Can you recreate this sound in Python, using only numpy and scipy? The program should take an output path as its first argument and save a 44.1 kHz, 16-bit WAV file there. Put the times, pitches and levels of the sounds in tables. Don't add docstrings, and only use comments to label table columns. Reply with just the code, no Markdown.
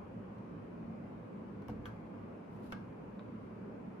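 import sys
import numpy as np
from scipy import signal
from scipy.fft import rfft, irfft
from scipy.io import wavfile
from scipy.ndimage import uniform_filter1d

SR = 44100
rng = np.random.default_rng(int(sys.argv[2]) if len(sys.argv) > 2 else 0)


def dump(signal):
    limited = np.clip(np.atleast_2d(signal).T, -1, 1)
    pcm = np.round(limited * 32767).astype(np.int16)
    wavfile.write(sys.argv[1], SR, pcm)


N = 176400
T = np.arange(SR // 2) / SR

# frequency_hz, gain_db
AIR_SPECTRUM = [(20, -46), (30, -37.5), (46, -19), (62, -12.5), (78, -14), (92, -18.5), (111, -0.5),
                (135, -14), (175, -2), (228, -1.5), (270, -8), (330, -11), (490, -12.5), (700, -19),
                (1060, -20.5), (1250, -25), (1560, -29.5), (1900, -34), (2400, -34.5), (2900, -41.5),
                (3600, -50), (5300, -54.5), (7800, -61.5), (10500, -62.5), (13000, -66), (15500, -76.5)]
# frequency_hz, correlation
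AIR_LIKENESS = [(60, 0.94), (200, 0.96), (340, 0.45), (520, 0.18), (800, -0.18), (1800, 0.043),
                (4000, -0.0059), (12000, 0.1)]
# frequency_hz, left_minus_right_db
AIR_PAN = [(300, -1.0), (600, 1), (1500, 1.0), (3000, 1)]
# pitch_hz, level_db
FAN_TONES = [(554, -74.5), (586, -72), (1078, -88), (1174, -85.5)]
# start_s, panel_db, clack_db, case_tilt_db_per_octave,
# ping_db, ping_hz, ping_t60_s, tick_db, tick_t60_s, tick_tilt_db_per_octave
CASE_CLICKS = [(0.383, -83, -67, 1.5, -84, 4200, .008, -70, 0.031, -6.5),
               (1.62, -76, -55.5, -5, -78, 4230, .02, -76, 0.043, -2.5),
               (1.6829, -62, -56, 2.5, -55, 2970, 0.012, -62, 0.016, -2),
               (1.695, -63, -51.5, -3, -65, 5310, 0.016, -63, 0.087, -4.5),
               (1.8559, -48, -51, -1, -43.5, 3260, 0.013, -58.5, 0.12, -2.5),
               (1.865, -64, -59, 1, -48.5, 1600, 0.054, -72, 0.06, -5),
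               (2.7218, -52.5, -54.5, 7, -48, 5270, 0.012, -55, 0.05, -4),
               (2.7236, -48.5, -44, 3, -49, 3400, .008, -50, 0.047, -9),
               (3.194, -68, -53.5, -0.5, -48.5, 3660, 0.0052, -78, .01, -8)]
# frequency_hz, gain_db
TICK_SPECTRUM = [(1500, 6), (3500, 4), (4700, 7.5), (5400, 3.5), (6100, 5.5), (7200, 1.5), (9500, -1.5),
                 (11700, 9.5), (13500, 0), (15500, -4.5)]
# frequency_hz, left_minus_right_db
TICK_PAN = [(3500, -4), (5800, 8.5), (9000, -1)]
# frequency_hz, gain_db
CLACK_SPECTRUM = [(400, -16.5), (750, 4), (1100, 6), (1550, 3), (1900, -12.5), (2350, -4.5), (3200, -8),
                  (6000, -47), (12000, -47)]
# pitch_hz, gain_db, t60_s
PANEL_MODES = [(890, -3.5, 0.1), (1004, -8.5, 0.13), (1173, -4.5, 0.1), (1326, -13, 0.21),
               (1520, -4.5, 0.047), (1627, 2, 0.12), (2160, -7, 0.037), (2196, -3.5, 0.04),
               (2790, -9.5, .03)]
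# start_s, thud_db, knock_db, ring_share
BASE_BUMPS = [(1.686, -46.5, -41.5, 0.46), (1.6915, -36, -39.5, 1), (1.792, -39, -67, 0.74),
              (1.857, -56, -59, 0.61), (2.7275, -34, -44.5, 0.091)]
# pitch_hz, gain_db, full_t60_s
DESK_MODES = [(51.4, -16.5, 0.85), (82.4, -13.5, 1), (115.3, -0.5, 0.23), (174, -8.5, 0.5),
              (214.3, -3.5, 0.69), (293, -4.5, 0.21)]
# pitch_hz, gain_db, t60_s
BASE_MODES = [(482, -3.5, 0.15), (720, -1.5, 0.041), (887, 4.5, 0.026), (996, 10.5, 0.012)]
# time_s, level_db
RUB_SWELL = [(2.5, -92), (2.53, -81), (2.565, -84.5), (2.615, -81), (2.655, -75), (2.695, -74.5),
             (2.718, -67.5), (2.745, -100)]
# frequency_hz, gain_db
RUB_SPECTRUM = [(1500, 11.5), (3300, 10.5), (5000, 5), (6800, 2), (8300, -1), (9200, 3), (10000, 0.5),
                (11400, 4), (13300, 0), (15000, -5)]
# time_s, pitch_hz
WHISTLE_GLIDE = [(2.53, 11800), (2.63, 11000), (2.70, 10500)]
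# frequency_hz, t60_s
ROOM_DECAY = [(200, 0.26), (1500, 0.3), (4500, 0.29), (12000, 0.5)]
# frequency_hz, gain_db
ROOM_SPECTRUM = [(300, 3.5), (1400, 2), (2300, -3), (3300, -4), (4400, 1.5), (5600, -5.5), (9000, -8),
                 (13000, -14.5)]

CLICK_ATTACK_S = 0.00041


def amp(db):
    return 10 ** (np.asarray(db) / 20)


def unit(x):
    return x / np.sqrt(np.mean(x ** 2) + 1e-20)


def curve(points, hz):
    knots_hz, values = np.transpose(points)
    return np.interp(np.log(hz + 1), np.log(knots_hz), values)


def equalise(x, points):
    size = x.shape[-1]
    return irfft(rfft(x) * amp(curve(points, np.fft.rfftfreq(size, 1 / SR))), size)


def tilt(points, db_per_octave, pivot_hz):
    return [(hz, db + db_per_octave * np.log2(hz / pivot_hz), *rest) for hz, db, *rest in points]


def pan(left_db):
    return amp(np.array([[.5], [-.5]]) * left_db)


def decay(t60, t=T):
    return np.exp(-np.log(1000) * t / t60)


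def burst(noise, t60, hold_s=.005):
    return unit(noise * decay(t60) * np.minimum(T / CLICK_ATTACK_S, 1)) * np.sqrt(hold_s / T[-1])


def ring(modes, spread):
    return sum(amp(db) * decay(t60) * np.sin(2 * np.pi * hz * T + spread * rng.uniform(-0.82, 0.5, (2, 1)))
               for hz, db, t60 in modes)


def resonate(x, hz, width_hz):
    carrier = np.exp(2j * np.pi * np.cumsum(hz) / SR)
    pole = np.exp(-np.pi * width_hz / SR)
    return 2 * (carrier * signal.lfilter([1 - pole], [1, -pole], x / carrier)).real


def ventilation(air_db=-47, flutter_db=1.39):
    hz = np.fft.rfftfreq(4096, 1 / SR)
    left_re, left_im, side_re, side_im, flutter = rng.standard_normal((N // 1024 + 5, len(hz), 5)).T
    likeness = curve(AIR_LIKENESS, hz)[:, None]
    left = left_re + 1j * left_im
    right = likeness * left + np.sqrt(1 - likeness ** 2) * (side_re + 1j * side_im)
    bands = np.array([left, right]) * pan(curve(AIR_PAN, hz))[:, :, None]
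    flutter = unit(uniform_filter1d(uniform_filter1d(flutter, size=5, axis=1), size=20, axis=0))
    bands *= amp(curve(AIR_SPECTRUM, hz)[:, None] + flutter_db * flutter)
    air = signal.istft(bands, nperseg=4096, noverlap=3072)[1][:, :N]
    phase_drifts = np.cumsum(rng.standard_normal((len(FAN_TONES), 2, N)), axis=2) * .02
    hum = sum(amp(db) * unit(np.sin(2 * np.pi * pitch_hz * np.arange(N) / SR + drift))
              for (pitch_hz, db), drift in zip(FAN_TONES, phase_drifts))
    return amp(air_db) * unit(air) + hum


def case_click(panel_db, clack_db, case_tilt, ping_db, ping_hz, ping_t60, tick_db, tick_t60, tick_tilt):
    tick_noise, clack_noise = rng.standard_normal((2, 2, len(T)))
    tick = burst(equalise(tick_noise, tilt(TICK_SPECTRUM, tick_tilt, pivot_hz=8000)), tick_t60)
    tick = irfft(rfft(tick) * pan(curve(TICK_PAN, np.fft.rfftfreq(len(T), 1 / SR))), len(T))
    clack = burst(equalise(clack_noise, tilt(CLACK_SPECTRUM, case_tilt, pivot_hz=1600)), t60=0.044)
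    panels = amp(panel_db) * ring(tilt(PANEL_MODES, case_tilt, pivot_hz=1600), spread=5.8)
    ping = ring([(ping_hz, ping_db, ping_t60)], spread=3.0)
    attack = np.minimum(T / CLICK_ATTACK_S, 1)
    return (panels + ping) * attack + amp(clack_db) * clack + amp(tick_db) * tick


def base_bump(thud_db, knock_db, ring_share, attack_s=0.005):
    damped_desk = [(hz, db, t60 * ring_share) for hz, db, t60 in DESK_MODES]
    thud = amp(thud_db) * ring(damped_desk, spread=0.27)
    knock = amp(knock_db) * ring(BASE_MODES, spread=1.2)
    return np.minimum(T / attack_s, 1) * (thud + knock)


def hinge_rub(slips_per_s=2800, slip_spread_db=1.5, judder_db=4.15, judder_s=0.022, whistle_mix_db=-15.5):
    t = np.arange(N) / SR
    slips = (rng.random((2, N)) < slips_per_s / SR) * rng.choice([-1, 1], (2, N))
    slips = slips * amp(slip_spread_db * np.minimum(rng.exponential(1, (2, N)), 4))
    judder = unit(uniform_filter1d(rng.standard_normal(N), round(judder_s * SR)))
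    swell_db = np.interp(t, *np.transpose(RUB_SWELL), left=-np.inf, right=-np.inf)
    whistle_hz = np.interp(t, *np.transpose(WHISTLE_GLIDE))
    whistle = amp(whistle_mix_db) * unit(resonate(slips, whistle_hz, width_hz=660))
    friction = unit(equalise(slips, RUB_SPECTRUM))
    return (friction + whistle) * amp(swell_db + judder_db * judder) * pan(left_db=1.5)


def room(send, build_up_s=0.0031):
    hz, t, bands = signal.stft(rng.standard_normal((2, len(T))), SR, nperseg=256)
    tail = signal.istft(bands * decay(curve(ROOM_DECAY, hz)[:, None], t), SR)[1]
    tail = equalise(tail / np.linalg.norm(tail[0]), ROOM_SPECTRUM)
    tail *= np.minimum(np.arange(tail.shape[1]) / SR / build_up_s, 1) ** 2
    return signal.fftconvolve(send, tail, axes=1)[:, :N]


def place(track, start_s, sound):
    part = track[:, round(start_s * SR):][:, :sound.shape[1]]
    part += sound[..., :part.shape[1]]


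def scene():
    clicks, bumps = np.zeros((2, 2, N))
    rub = hinge_rub()
    for start_s, *cue in CASE_CLICKS:
        place(clicks, start_s, case_click(*cue) * pan(left_db=1))
    for start_s, *cue in BASE_BUMPS:
        place(bumps, start_s, base_bump(*cue))
    reverb = room(send=amp(-1.5) * clicks + amp(-22) * bumps + amp(6) * rub)
    return clicks + bumps + rub + reverb + ventilation()


def record(dry, cutoff_hz=15800):
    lowpass = signal.firwin(511, cutoff_hz, window=("kaiser", 9), fs=SR)
    padded = np.pad(dry, ((0, 0), (255, 255)), "reflect")
    return signal.oaconvolve(padded, lowpass[None], "valid")


dry = scene()
out = record(dry)
dump(out)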